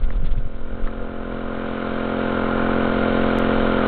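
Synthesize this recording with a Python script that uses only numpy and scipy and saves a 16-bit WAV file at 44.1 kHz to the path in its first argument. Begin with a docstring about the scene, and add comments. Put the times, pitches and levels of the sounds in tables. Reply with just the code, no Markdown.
"""A small one-cylinder dredge engine on a river bank, growing from faint to loud, is the main source.
Each turn excites the exhaust resonances with one pulse and modulates gas and casing noise;
damped sines ring once a turn, and the speed sags briefly now and then.
Wind adds filtered rumble and short pressure swings, most at the start.
Shallow water adds a few gulps of rising pitch and plips of decaying tone with a tick of spray."""
import sys
import numpy as np
from scipy import signal
from scipy.fft import rfft, irfft
from scipy.io import wavfile

SR = 44100
rng = np.random.default_rng(int(sys.argv[2]) if len(sys.argv) > 2 else 0)


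def int16_out(signal):
    """Quantize to a 16-bit WAV file."""
    q = np.round(np.clip(np.atleast_2d(signal).T, -1, 1) * 32767)
    wavfile.write(sys.argv[1], SR, q.astype(np.int16))


N = 170667  # length [samples]

# Spectra below give a shape only: colour() brings the filtered sound to rms 1.
# Wind rumble gain: (time [s], level [dB])
WIND_LEVEL = [(0, -16.5), (.33, -18.5), (.52, -21), (.62, -25), (.86, -25.5), (1.15, -28), (1.7, -30),
              (2.3, -30.5), (2.47, -27), (2.65, -27.5), (3.3, -24.5), (3.87, -26)]
# Wind rumble spectrum: (frequency [Hz], relative density [dB per Hz])
RUMBLE_SPECTRUM = [(4, -9.5), (10, -2.5), (20, -9), (32, -15.5), (45, -14.5), (65, -24.5), (100, -30.5),
                   (200, -43.5), (400, -62), (2000, -100)]
# Separate buffets of wind: (centre time [s], length [s], peak level [dB])
WIND_BUFFETS = [(.04, 0.047, -10.5), (0.128, 0.048, -14), (0.161, 0.031, -15), (0.261, .06, -8),
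                (0.321, 0.041, -10), (0.381, 0.033, -13), (0.554, .045, -20.5), (0.853, 0.054, -13),
                (1.034, .04, -20), (2.449, 0.065, -18)]
FLUTTER_DB = -35  # hiss level against its buffet [dB]
CHOKE = 0.45  # wind pressure that halves the engine sound [full scale]

# Low gulps of water: (start time [s], start frequency [Hz], length [s], peak level of the tone [dB])
WATER_GULPS = [(.218, 120.1, .042, -28.5), (.358, 85.1, 0.048, -27), (.448, 79, 0.02806, -24),
               (.72, 65, 0.027, -27.5), (1.335, 79, 0.025, -33)]
GULP_RISE, GULP_SLOSH = 0.82, 0.41  # glide over one gulp [octaves]; churning noise [rms per unit tone]
# Plips at the surface:
# (start time [s], frequency [Hz], t60 [s], peak level of the tone [dB], spray [rms per unit tone])
WATER_PLIPS = [(.104, 560, 0.025, -28, .9), (.874, 1300, .06, -34, 1.6), (1.015, 495, .1, -28, .1)]

# Brief sags of the engine speed: (centre time [s], depth [Hz])
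SPEED_SAGS = [(.65, 1.3), (1.29, .5), (1.9, .4), (2.39, .5), (2.999, .53), (3.751, .63)]
TURN_HZ, SAG_S = 43.88, .05  # steady speed [turns/s]; standard deviation of a sag [s]
PUFF_AT_S = 2.4144  # time at which a turn begins with its puff [s]
WAVER_DB, WAVER_HZ = 0.28, 6  # spread of the engine level [dB]; rate, two new values a cycle [Hz]
# Gain of the engine parts: (time [s], exhaust level [dB], casing level [dB], clatter level [dB])
ENGINE_SWELL = [(0, -39.5, -47, -56.5), (.5, -40.5, -50, -56), (.8, -35, -43.5, -53.5),
                (1.15, -32.5, -41, -51), (1.5, -29.5, -37, -46.5), (1.8, -28, -34.5, -42.5),
                (2.15, -24.5, -31.5, -40), (2.6, -22.5, -28, -39.5), (3.15, -20.5, -28.5, -35.5),
                (3.87, -20.5, -27, -35.5)]

# Casing noise spectrum: (frequency [Hz], relative density [dB per Hz])
CASING_SPECTRUM = [(500, -24.5), (700, -9), (800, -2.5), (1000, -3), (1250, -2.5), (1420, 1.5),
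                   (1560, -2.5), (1700, -11), (1900, -13.5), (2600, -45)]
# Clatter noise spectrum: (frequency [Hz], relative density [dB per Hz])
CLATTER_SPECTRUM = [(600, -49.5), (1300, -26.5), (1750, 1), (1900, -0.5), (2300, 0.5), (2550, -1.5),
                    (2900, -0.4), (3150, 0.5), (3400, -3.5), (3750, -2.5), (4000, -10.5), (4400, -23)]
# Levels before the swell [dB]; weight of noise power that repeats every turn [0..1]
CASING_DB, CASING_REPEAT = -1.03, 0.051
CLATTER_DB, CLATTER_REPEAT = -1.22, .16
# Valve gear ringing once a turn:
# (place in the turn [turns], ring frequency [Hz], t60 [s], rms level before the swell [dB])
VALVE_KNOCKS = [(.1, 1052, 0.06, -14.5), (.1, 1229, .06, -15), (.9, 1320, 0.062, -16),
                (.9, 1405, 0.069, -7), (.9, 1485, 0.052, -14), (0.72, 1755, 0.071, -19),
                (0.7, 2090, .04, -20), (.78, 2320, 0.038, -17.5), (.26, 2895, 0.023, -21.5)]
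KNOCK_SCATTER_DB, KNOCK_JITTER_S = 2, .00005  # spread of size [dB] and of time [s]

# Exhaust resonance curve, first row not used: (multiple of the turn rate [1], relative level [dB])
EXHAUST_TONE = [(1, -10), (2, -7), (3, -10), (4, -14.5), (5, 2.5), (6, 0), (7, -7.5), (8, -6.5), (9, -5),
                (10, -6.5), (11, -3.5), (12, -3), (13, -6), (14, -12), (15, -13.5), (16, -7.5), (17, -36),
                (18, -21)]
PUFF_SCATTER_DB, PUFF_JITTER_S = 0.03, .00005  # spread of size [dB] and of time [s]
BOUNCE_S, BOUNCE_SHARE = .00835, 0.41  # round trip of a bounce [s]; amplitude kept each time [0..1]
# Gas rush spectrum: (frequency [Hz], relative density [dB per Hz])
GAS_SPECTRUM = [(60, -15.5), (150, -18.5), (230, -0.5), (350, -0.5), (500, 4), (620, 2.5), (700, 1),
                (780, -3.5), (1100, -45)]
EXHAUST_DB, GAS_DB = 1.47, -13  # puffs and gas before the swell [dB]

TOP_HZ = 4400  # upper band edge of the recorder [Hz]
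# One tiny electrical click: start [s], level before the last low-pass [dB], decay constant [s]
CLICK_S, CLICK_DB, CLICK_DECAY_S = 3.387, -19.5, .0002
CLICK_TOP_HZ = 15800  # upper band edge after the click [Hz]


def undb(db):
    """Amplitude ratio from a level: twenty decibels make a factor of ten."""
    return 10 ** (np.asarray(db) / 20)


def unit(x):
    """Normalisation of the root mean square to 1."""
    return x / np.sqrt(np.mean(x ** 2) + 1e-18)


def curve(table, axis=1):
    """Gain envelope: linear interpolation of level in decibels over time."""
    rows = np.array(table)
    return undb(np.interp(np.arange(N) / SR, rows[:, 0], rows[:, axis]))


def colour(x, points):
    """Minimum-phase filtering: folding the cepstrum of the log gain makes it causal; output rms 1."""
    size = 2 * N
    hz, db = np.array(points, float).T
    log_hz = np.log(np.arange(N + 1) * SR / size + 1e-9)
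    log_gain = np.log(undb(np.interp(log_hz, np.log(hz), db)))
    cepstrum = irfft(log_gain)
    cepstrum[1:N] *= 2
    cepstrum[N + 1:] = 0
    response = np.exp(rfft(cepstrum))
    led_in = np.concatenate([x[::-1], x])  # a mirrored lead-in lets the filter settle
    return unit(irfft(rfft(led_in) * response)[N:])


def add(out, start_s, sound):
    """Superposition: a short sound is summed in at its start time."""
    i = max(int(start_s * SR), 0)
    out[i:i + len(sound)] += sound[:N - i]


def damped_sine(t, hz, t60):
    """Free vibration of a damped resonator: it falls by 60 dB in t60."""
    return np.sin(2 * np.pi * hz * t) * np.exp(-np.log(1000) * t / t60)


def pulses(turns, share, scatter_db, jitter_s):
    """Quasi-periodic excitation: one impulse a turn, each a little off in size and time."""
    marks = np.arange(np.ceil(turns[0] - share), turns[-1] - share) + share
    size, late = rng.standard_normal((N // 100, 2))[:len(marks)].T
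    at = np.clip(np.interp(marks, turns, np.arange(N)) + late * jitter_s * SR, 0, N - 2)
    out, i = np.zeros(N), at.astype(int)
    gain = undb(scatter_db * size)
    # two neighbouring samples share an impulse that falls between them
    out[i] += gain * (1 - at % 1)
    out[i + 1] += gain * (at % 1)
    return out


def rattle(turns, repeat, peak_at, depth):
    """Cyclic amplitude modulation of noise, part of which repeats from turn to turn."""
    size = 1024  # points in the repeated pattern of one turn
    pattern = np.interp(turns % 1 * size, np.arange(size), rng.standard_normal(size))
    noise = np.sqrt(repeat) * pattern + np.sqrt(1 - repeat) * rng.standard_normal(N)
    return noise * np.exp(depth * np.cos(2 * np.pi * (turns - peak_at)))


def wind():
    """Pressure fluctuation on a microphone: deep noise, plus single swings that carry a faint hiss."""
    out = colour(rng.standard_normal(N), RUMBLE_SPECTRUM) * curve(WIND_LEVEL)
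    hiss = colour(rng.standard_normal(N), [(300, -4), (3500, 0), (4500, -14.5)])
    t = np.arange(N) / SR
    for at, length, db in WIND_BUFFETS:
        u = (t - at) / length
        out += undb(db) * np.exp(-(2 * u) ** 2) * np.cos(2 * np.pi * u)
        out += undb(db + FLUTTER_DB) * np.exp(-(np.pi * u) ** 2) * hiss
    return out


def gulps():
    """Rising resonance: each gulp is a tone gliding upward, mixed with churning noise."""
    out = np.zeros(N)
    slosh_spectrum = [(30, -6.5), (90, 0), (220, -5.5), (400, -21.5), (1500, -56)]
    slosh = colour(rng.standard_normal(N), slosh_spectrum)
    for at, hz, length, db in WATER_GULPS:
        age = np.linspace(0, 1, int(length * SR))  # 0 at the start, 1 at the end
        phase = 2 * np.pi * np.cumsum(hz * 2 ** (GULP_RISE * age)) / SR
        gulp = np.sin(phase) + GULP_SLOSH * slosh[int(at * SR):][:len(age)]
        add(out, at, undb(db) * np.sin(np.pi * age) * gulp)
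    return out


def plips():
    """Damped resonance: each plip is a decaying tone with a shorter tick of spray noise."""
    out = np.zeros(N)
    t = np.arange(SR // 5) / SR
    spray = colour(rng.standard_normal(N), [(200, -6), (600, 2), (1800, 6), (4000, -27)])
    for at, hz, t60, db, share in WATER_PLIPS:
        tick = share * spray[int(at * SR):][:len(t)] * np.exp(-t / .012)
        tick = tick * np.exp(-np.log(1000) * t / t60)
        add(out, at, undb(db) * (damped_sine(t, hz, t60) + tick))
    return out


def crank():
    """Rotation angle as the integral of speed: a steady rate with short Gaussian sags, in turns."""
    t = np.arange(N) / SR
    hz = TURN_HZ - sum(depth * np.exp(-.5 * ((t - at) / SAG_S) ** 2) for at, depth in SPEED_SAGS)
    turns = np.cumsum(hz) / SR
    return turns - np.interp(PUFF_AT_S, t, turns)


def waver():
    """Slow random amplitude modulation: a gain that wanders a little about 1."""
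    steps = rng.standard_normal(200)
    place = np.arange(N) / SR * 2 * WAVER_HZ
    return undb(WAVER_DB * np.interp(place, np.arange(len(steps)), steps))


def valve_knocks(turns):
    """Impulse response by convolution: the valve gear rings as a damped sine once a turn."""
    out = np.zeros(N)
    t = np.arange(SR // 10) / SR
    for share, hz, t60, db in VALVE_KNOCKS:
        hits = pulses(turns, share, KNOCK_SCATTER_DB, KNOCK_JITTER_S)
        out += undb(db) * unit(signal.fftconvolve(hits, damped_sine(t, hz, t60))[:N])
    return out


def machinery(turns):
    """Structure-borne sound: casing rattle and valve knocks, with fine clatter on top."""
    casing = rattle(turns, CASING_REPEAT, peak_at=.14, depth=0.14)
    casing = undb(CASING_DB) * colour(casing, CASING_SPECTRUM)
    clatter = rattle(turns, CLATTER_REPEAT, peak_at=.2, depth=.22)
    clatter = undb(CLATTER_DB) * colour(clatter, CLATTER_SPECTRUM)
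    body = casing + valve_knocks(turns)
    return body * curve(ENGINE_SWELL, axis=2) + clatter * curve(ENGINE_SWELL, axis=3)


def bounce(puffs):
    """All-pass reverberation: bouncing to and fro spreads a puff in time, not in spectrum."""
    delay = np.exp(-1j * np.pi * np.arange(N + 1) / N * BOUNCE_S * SR)
    all_pass = (delay - BOUNCE_SHARE) / (1 - BOUNCE_SHARE * delay)
    return irfft(rfft(puffs, 2 * N) * all_pass)[:N]


def exhaust(turns):
    """Pulse-excited resonance: pressure swings up to each puff, which bounces, with a rush of gas."""
    harmonics = [(k * TURN_HZ, db) for k, db in EXHAUST_TONE[1:]]
    first_db, last_db = harmonics[0][1], harmonics[-1][1]
    # the turn rate itself lies 25 dB under its second harmonic
    tone = [(TURN_HZ, first_db - 25)] + harmonics + [(1100, last_db - 12), (2500, last_db - 45)]
    firings = pulses(turns, 0, PUFF_SCATTER_DB, PUFF_JITTER_S)
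    # filtering backward in time gives a slow build and an abrupt end
    puffs = bounce(-colour(firings[::-1], tone)[::-1])
    gas = colour(rattle(turns, repeat=0, peak_at=.25, depth=.4), GAS_SPECTRUM)
    return (undb(EXHAUST_DB) * puffs + undb(GAS_DB) * gas) * curve(ENGINE_SWELL, axis=1)


def scene():
    """Superposition at one microphone, where strong wind pressure briefly chokes the engine sound."""
    gusts = wind()
    water = gulps() + plips()
    turns = crank()
    engine = (machinery(turns) + exhaust(turns)) * waver()
    heard_engine = engine / (1 + (gusts / CHOKE) ** 2)
    return (heard_engine + gusts + water)[None]


def low_pass(x, top_hz):
    """Elliptic filtering: a steep cut above the band edge."""
    return signal.sosfilt(signal.ellip(10, .2, 80, top_hz, fs=SR, output="sos"), x)


def record(dry):
    """Band limitation: a narrow-band recorder cuts the treble; a tiny click follows under a wider cut."""
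    out = low_pass(dry, TOP_HZ)
    click = -undb(CLICK_DB) * np.exp(-np.arange(SR // 100) / SR / CLICK_DECAY_S)
    add(out[0], CLICK_S, click)
    return low_pass(out, CLICK_TOP_HZ)


dry = scene()
out = record(dry)
int16_out(out)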